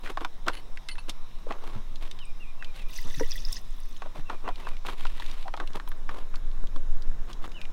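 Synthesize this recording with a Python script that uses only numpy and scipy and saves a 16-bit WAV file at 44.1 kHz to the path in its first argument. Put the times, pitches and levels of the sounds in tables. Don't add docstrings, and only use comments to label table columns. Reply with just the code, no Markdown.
import sys
import numpy as np
from scipy import signal
from scipy.fft import rfft, irfft, next_fast_len
from scipy.io import wavfile
from scipy.ndimage import uniform_filter1d

SR = 44100
rng = np.random.default_rng(int(sys.argv[2]) if len(sys.argv) > 2 else 0)


def generate_wav(sig):
    pcm = np.round(np.clip(np.atleast_2d(sig).T, -1, 1) * 32767).astype(np.int16)
    wavfile.write(sys.argv[1], SR, pcm)


N = 340614


def gain_of(db):
    return 10 ** (np.asarray(db) / 20)


def evened(x):
    return x / np.sqrt(np.mean(x ** 2) + 1e-20)


def peaked(x, db):
    return gain_of(db) * x / (abs(x).max() + 1e-12)


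def along(rows, outside_db=-120):
    rows = np.asarray(rows)
    return np.interp(np.arange(N) / SR, rows[:, 0], rows[:, 1], outside_db, outside_db)


def coloured(x, points):
    size = next_fast_len(N + 4096)
    point_hz, point_db = np.transpose(points)
    hz = np.fft.rfftfreq(size, 1 / SR)
    curve_db = np.interp(np.log(hz + 1), np.log(point_hz + 1), point_db)
    return evened(irfft(rfft(x, size) * gain_of(curve_db), size)[:N])


def band(x, hz, octaves):
    edges = np.clip(hz * 2. ** (np.array([-1, 1]) * octaves / 2), 20, 20000)
    return signal.lfilter(*signal.butter(1, edges / SR * 2, "band"), x)


def add(mix, s, sound):
    at = round(s * SR)
    part = mix[max(at, 0):][:len(sound) + min(at, 0)]
    part += sound[max(-at, 0):][:len(part)]


def ring(hz, t60, glide=0., rise_s=0.0003):
    t = np.arange(SR // 6) / SR
    wave = np.sin(2 * np.pi * hz * t * (1 + glide * np.minimum(t / t60, 1)))
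    return wave * gain_of(-60 * t / t60) * (1 - np.exp(-t / rise_s))


def grains(per_s, spread_db):
    size = gain_of(spread_db * np.minimum(rng.exponential(1, N), 4)) * rng.choice([-1, 1], N)
    return size * (rng.random(N) < per_s / SR)


def rattle(sound, lasting_s):
    t = np.arange(0, 4 * lasting_s, 1 / SR)
    touches = rng.standard_normal(len(t)) ** 3 * np.exp(-t / lasting_s)
    return signal.fftconvolve(sound, touches / np.linalg.norm(touches) + (t == 0))


def yard(x, t60):
    taps = np.zeros(12000)
    places = 200 + np.arange(0, 11700, 20) + rng.integers(0, 20, 585)
    taps[places] = rng.choice([-1., 1.], 585)
    taps *= gain_of(-60 * np.arange(len(taps)) / SR / t60)
    return signal.fftconvolve(x, taps / np.linalg.norm(taps))[:N]


def air():
    # freq_hz, density_db
    hush = [(40, 3), (120, 2), (300, -5.5), (850, -9), (1050, -6), (1500, -15.5), (3300, -21),
            (3800, -15.5), (4500, -30), (5250, -22), (7000, -32), (16000, -38.5)]
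    # time_s, treble_gain_db
    leaf_breeze = [(0, 6), (5.3, 7), (6.1, 4), (7.72, 4.5)]
    hz, t, spectra = signal.stft(coloured(rng.standard_normal(N), hush), SR, nperseg=512)
    patches = uniform_filter1d(rng.standard_normal(spectra.shape), 6, 0)
    patches = evened(uniform_filter1d(patches, 14, 1))
    treble = hz ** 2 / (hz ** 2 + 2000 ** 2)
    treble_db = np.outer(treble, np.interp(t, *np.transpose(leaf_breeze)))
    return gain_of(-55) * signal.istft(spectra * gain_of(1.8 * patches + treble_db), nperseg=512)[1][:N]


def wind():
    # time_s, level_db
    strength = [(0, -29), (2.95, -25), (3.07, -18.5), (4.0, -28), (4.98, -24), (5.08, -18.5), (5.4, -26),
                (6.5, -22), (6.63, -18), (7.09, -17), (7.2, -23), (7.73, -27)]
    # freq_hz, density_db
    gust = [(3, -6), (8, 0), (15, 0), (25, -19), (45, -36), (70, -51), (250, -57), (600, -100)]
    swings = coloured(rng.standard_normal(N), gust)
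    window = signal.windows.hann(SR // 3) * 6 / SR
    local_power = signal.oaconvolve(swings ** 2, window, "same").clip(0)
    return gain_of(along(strength)) * evened(swings / np.sqrt(local_power + .3))


def bird():
    # start_s, top_hz, peak_db
    whistles = [(2.187, 3120, -47.5), (2.391, 2825, -47.5), (2.585, 2760, -48), (2.773, 2740, -50),
                (4.249, 2760, -52), (4.439, 2800, -53), (4.629, 2700, -50.5), (7.534, 3014, -45)]
    top_s, low_s, rebound_s, note_s = 0.022, 0.072, 0.086, 0.132
    low_hz, rebound_hz, end_hz = 2310, 2310 + 190, 2340
    out, t = np.zeros(N), np.arange(0, note_s, 1 / SR)
    swell_s = [0, top_s, 0.57 * low_s, low_s, rebound_s, note_s]
    swell = gain_of(np.interp(t, swell_s, [-12, 0, 0, -12, -6, -10]))
    swell = swell * signal.windows.tukey(len(t), .2)
    pitch_s = [0, top_s, low_s, 1.1 * low_s, rebound_s, note_s]
    for start, top_hz, db in whistles:
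        hz = np.interp(t, pitch_s, [0.95 * top_hz, top_hz, low_hz, low_hz, rebound_hz, end_hz])
        hz = uniform_filter1d(hz, size=400, mode="nearest")
        add(out, start, gain_of(db) * swell * np.sin(2 * np.pi * np.cumsum(hz) / SR))
    return out + gain_of(-8) * yard(out, t60=0.2)


def simmer():
    # freq_hz, density_db
    stew = [(100, 5.5), (300, 2.5), (900, -7), (1650, -4), (4500, -55), (6600, -17), (9000, -33.5)]
    # time_s, level_db
    nearing = [(5.6, -57), (6.2, -57.5), (7.73, -52.5)]
    return gain_of(along(nearing)) * coloured(rng.standard_normal(N) + grains(60, 9.3), stew)


def thuds():
    # start_s, peak_db, pitch_hz
    heels = [(1.758, -30, 106), (3.049, -37, 116), (3.175, -33, 134), (4.187, -37, 140), (6.76, -39.5, 278)]
    out = np.zeros(N)
    for s, db, hz in heels:
        octave = 0.5 * ring(hz * 2.0, 0.12, rise_s=0.0068)
        add(out, s, peaked(ring(hz, 0.087, rise_s=0.0011) + octave, db))
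    return out


def shuffle():
    # start_s, length_s, soil_db, leaves_db
    scuffs = [(0.022, 0.076, -47, -49), (0.083, 0.053, -43.5, -50.5), (0.195, 0.055, -40, -52.5),
              (0.456, 0.058, -33, -59), (0.485, 0.14, -50.5, -49.5), (1.077, 0.035, -40.5, -44),
              (1.464, 0.13, -41.5, -58.5), (1.549, 0.32, -48, -56), (1.998, 0.1, -50, -50),
              (2.724, 0.13, -85, -50), (3.023, 0.099, -50, -75), (4.027, 0.063, -49, -68),
              (4.138, 0.088, -46.5, -52.5), (4.281, 0.091, -42.5, -56), (4.43, 0.099, -35, -58),
              (4.553, 0.22, -46, -51), (4.833, 0.14, -42, -44.5), (4.922, 0.32, -56, -50),
              (5.13, 0.4, -56, -50.5), (5.586, 0.073, -36.5, -67), (5.734, 0.056, -38, -48.5),
              (6.06, 0.2, -47, -55.5), (7.266, 0.074, -48.5, -51.5), (7.409, 0.068, -49.5, -53)]
    # freq_hz, density_db
    soil_colour = [(120, -15), (300, 1.5), (800, -5), (1050, 1), (1900, -18), (4000, -28), (8000, -100)]
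    # freq_hz, density_db
    leaf_colour = [(1000, -0.5), (2200, 6.5), (3700, 4.5), (5500, -8), (11000, -12.5), (16000, -19)]
    soil = coloured(grains(700, 4.2) + .5 * rng.standard_normal(N), soil_colour)
    leaves = coloured(grains(300, 7) + .9 * rng.standard_normal(N), leaf_colour)
    lumps = gain_of(3.6 * evened(uniform_filter1d(rng.standard_normal(N), 300)))
    dull, sharp = np.zeros((2, N))
    for s, length, soil_db, leaf_db in scuffs:
        size = round(length * SR)
        stroke = signal.windows.tukey(size, 0.68) * np.linspace(1, .5, size)
        add(dull, s, gain_of(soil_db) * stroke)
        add(sharp, s, gain_of(leaf_db) * stroke)
    return lumps * (dull * soil + sharp * leaves)


def snaps():
    # start_s, peak_db, centre_hz
    clicks = [(0.7732, -30.5, 1900), (1.958, -34, 3350), (2.113, -30.5, 3350), (2.1895, -34.5, 3100),
              (2.6248, -27, 1780), (2.646, -31, 2920), (3.9653, -37.5, 3350), (4.558, -34.5, 3170),
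              (5.0682, -30.5, 3030), (5.263, -33, 3680), (5.674, -33, 3200), (5.888, -34, 13000),
              (6.357, -32.5, 3830), (6.6712, -38.5, 3440), (7.0222, -35, 4300), (7.3308, -33.5, 3800),
              (7.5185, -35.5, 3060), (7.6153, -27.5, 2630), (.955, -37, 1790), (1.523, -31, 2150),
              (3.802, -43, 10700), (4.768, -38.5, 2530), (5.18, -35, 1690), (5.222, -28, 1900),
              (5.3134, -34, 3480), (5.4275, -36.5, 2940), (5.567, -37.5, 3760), (5.733, -36.5, 3400),
              (6.515, -42.5, 3120), (7.6528, -36, 2500)]
    out, t = np.zeros(N), np.arange(400) / SR
    for (s, db, hz), noise in zip(clicks, rng.standard_normal((len(clicks), len(t)))):
        click = (noise + 3 * (t == 0)) * np.exp(-t / 0.0027)
        add(out, s, peaked(band(band(click, hz, 0.68) + 0.08 * click, hz, 1.8), db))
    for hz in np.geomspace(2230, 13000, num=5):
        faint = band(band(grains(6, 4.), hz, .9), hz, .9)
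        out += gain_of(-41) * faint * 4000 / hz
    return out


def scrape():
    # start_s, length_s, level_db, hollow_hz
    s, length, db, hz = (5.446, .045, -42, 790)
    out, size = np.zeros(N), round(length * SR)
    slips = band(band(rng.standard_normal(size), hz, .4), hz, .4)
    add(out, s, gain_of(db) * evened(slips) * signal.windows.tukey(size))
    return out


def clinks():
    # start_s, peak_db
    blows = [(.533, -35), (0.569, -37), (.889, -31), (0.914, -32), (.986, -35)]
    # mode_hz, level_db
    metal = [(1650, -4), (2060, -3), (2665, -4), (2980, -1), (4120, -5), (4420, -5), (6660, -19),
             (9190, -14), (10300, -15)]
    out = np.zeros(N)
    mix_db = 4 * rng.standard_normal((len(blows), len(metal)))
    for (s, db), mix in zip(blows, mix_db):
        modes = np.zeros(SR // 6)
        for (hz, mode_db), change_db in zip(metal, mix):
            modes += gain_of(mode_db + change_db) * ring(hz, 0.026 * np.sqrt(hz / 1000))
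        tick = 6 * ring(4000, .001)
        add(out, s, peaked(rattle(modes + tick, .012), db))
    return out


def knocks():
    # start_s, peak_db, ring_hz, crack_db (re the peak)
    hits = [(0.06, -28.5, 1660, -24), (0.074, -29, 1410, -19), (0.173, -18.5, 1070, -20),
            (0.208, -31.5, 1110, -4), (0.248, -19.5, 1000, -8), (0.466, -39, 960, 5),
            (0.482, -11.5, 1480, -5), (0.499, -28.5, 980, -9), (0.887, -27, 2900, -5),
            (0.982, -34.5, 1010, -1.5), (1.095, -23, 3700, -13), (1.468, -30, 480, -32),
            (1.508, -23.5, 830, -43), (3.197, -27, 1020, -20), (4.02, -26, 1100, -40),
            (4.059, -34, 665, -35), (4.158, -34, 620, -17), (4.298, -22, 990, -26), (4.331, -33, 850, -29),
            (4.478, -23, 1010, -32), (4.488, -22.5, 770, -10.5), (4.669, -26.5, 1020, -28),
            (4.85, -27.5, 920, -19), (4.885, -24.5, 1120, -14), (5.052, -24.5, 1050, -11),
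            (5.199, -31, 980, 2), (5.48, -28, 920, -9), (5.539, -24, 900, -14), (5.574, -31.5, 860, -6),
            (5.6, -23.5, 1130, -10.5), (5.799, -26.5, 1220, -13), (5.876, -34, 1080, -2.5),
            (5.917, -32, 1220, -3.5), (6.092, -23, 1200, -42), (6.341, -34, 1130, -30),
            (6.761, -32, 1100, -5), (7.441, -29.5, 1040, -16)]
    hollow_hz = 313
    out, t = np.zeros(N), np.arange(2000) / SR
    chance = rng.standard_normal((len(hits), 3, len(t)))
    contact_fade = np.exp(-t / 0.0035) + 0.21 * np.exp(-t / 0.01)
    crack_fade = np.exp(-t / 0.0022) + 0.07 * np.exp(-t / 0.0026)
    hollow = ring(hollow_hz, .05, rise_s=.004)[:len(t)]
    for (s, db, hz, crack_db), (touch, grit, roughness) in zip(hits, chance):
        contact = touch * abs(roughness) * contact_fade
        contact[0] = 2.3
        hump = evened(band(band(band(contact, hz, 0.43), hz, 4.3), hz, 4.3))
        two_rings = ring(hz, 0.018) + 0.5 * ring(hz * 1.45, 0.014)
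        rings = evened(signal.fftconvolve(contact, two_rings)[:len(t)])
        crack = band(band(grit * abs(roughness) * crack_fade, 3490, 0.24), 6300, 12.0)
        body = peaked(hump + .3 * rings, db) + gain_of(db - 17) * hollow
        add(out, s, body + peaked(crack, db + crack_db))
    return out


def bubble_swarms():
    # pitch_hz (before scatter), level_db
    favoured = [(1950, 0), (2690, 4), (3470, 8.5), (4510, 6.5), (5250, 10.5), (6100, 5)]
    large_small = np.zeros((2, N))
    for hz, db in favoured * 8:
        pitch = hz * (1 + 0.09 * rng.standard_normal())
        drift = evened(uniform_filter1d(rng.standard_normal(N // 256 + 1), 4))
        clumps = gain_of(5.5 * drift).repeat(256)[:N]
        bubble = gain_of(db) * ring(pitch, 28 / pitch, glide=0.04, rise_s=0.001)
        is_small = int(hz > 4000)
        large_small[is_small] += signal.oaconvolve(clumps * grains(130, 5.4), bubble)[:N]
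    return evened(large_small[0]), evened(large_small[1])


def droplet_spray():
    spray = np.zeros(N)
    for hz in np.geomspace(7400, 15000, num=5):
        bursts = signal.oaconvolve(abs(grains(45, 4.5)), signal.windows.hann(200), "same")
        spray += (bursts + 0.36) * band(band(rng.standard_normal(N), hz, 0.53), hz, 0.53)
    return evened(spray)


def glug():
    # mode_hz, level_db (re one another), t60_s
    hollow_modes = [(290, -4, 0.04), (455, -3.5, 0.055), (503, -2, 0.05), (950, -7, 0.025)]
    modes = sum(gain_of(db) * ring(hz, t60, rise_s=0.0089) for hz, db, t60 in hollow_modes)
    return peaked(modes, -17)


def water():
    # time_s, strength_db, small_bubbles_db (re large)
    stream = np.array([(2.885, -57, -9), (2.975, -48.5, 4.5), (3.045, -53.5, -3.5), (3.206, -50, 3),
                       (3.255, -53, -5), (3.31, -49, 1.5), (3.4, -55, 5.5), (3.46, -55.5, 1.5),
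                       (3.575, -50, 7.5), (3.625, -64.5, -8), (3.98, -63.5, 0)])
    # centre_s, level_db
    splashes = [(3.366, -52), (3.527, -40.5)]
    # start_s, peak_db, pitch_hz
    plinks = [(2.254, -42, 8450), (2.9634, -34, 6020), (2.9866, -33, 1990), (3.142, -37.5, 1950),
              (3.233, -32.5, 1920), (3.3268, -34.5, 3320), (3.356, -36, 1910), (3.3785, -33.5, 3420),
              (3.451, -25, 5040), (3.5287, -24.5, 5320), (3.5665, -28, 5170)]
    splash_s = 0.022
    large, small = bubble_swarms()
    spray = droplet_spray()
    fizz = evened(band(band(rng.standard_normal(N) + grains(900, 6), 4000, 1.5), 4000, 1.5))
    flow, small_share = gain_of(along(stream)), gain_of(along(stream[:, ::2]))
    thrown = np.zeros(N)
    for s, db in splashes:
        add(thrown, s - splash_s / 2, gain_of(db) * signal.windows.hann(round(splash_s * SR)))
    out = flow * (large + small_share * small + gain_of(-8) * fizz)
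    out += (gain_of(-5.5) * flow + thrown) * spray
    for s, db, hz in plinks:
        add(out, s, peaked(ring(hz, 45 / hz, glide=0.03, rise_s=0.0008), db))
    add(out, 3.208, glug())
    return out


def scene():
    near = knocks() + snaps() + clinks() + water()
    near = near + gain_of(-14.0) * yard(near, t60=0.047)
    ground = shuffle() + scrape() + thuds()
    background = simmer() + bird() + air() + wind()
    return (near + ground + background)[None]


def record(dry):
    edge_hz = 15900
    low_pass = signal.firwin(511, edge_hz, window=("kaiser", 9), fs=SR)
    return signal.oaconvolve(dry, low_pass[None], "same")


dry = scene()
out = record(dry)
generate_wav(out)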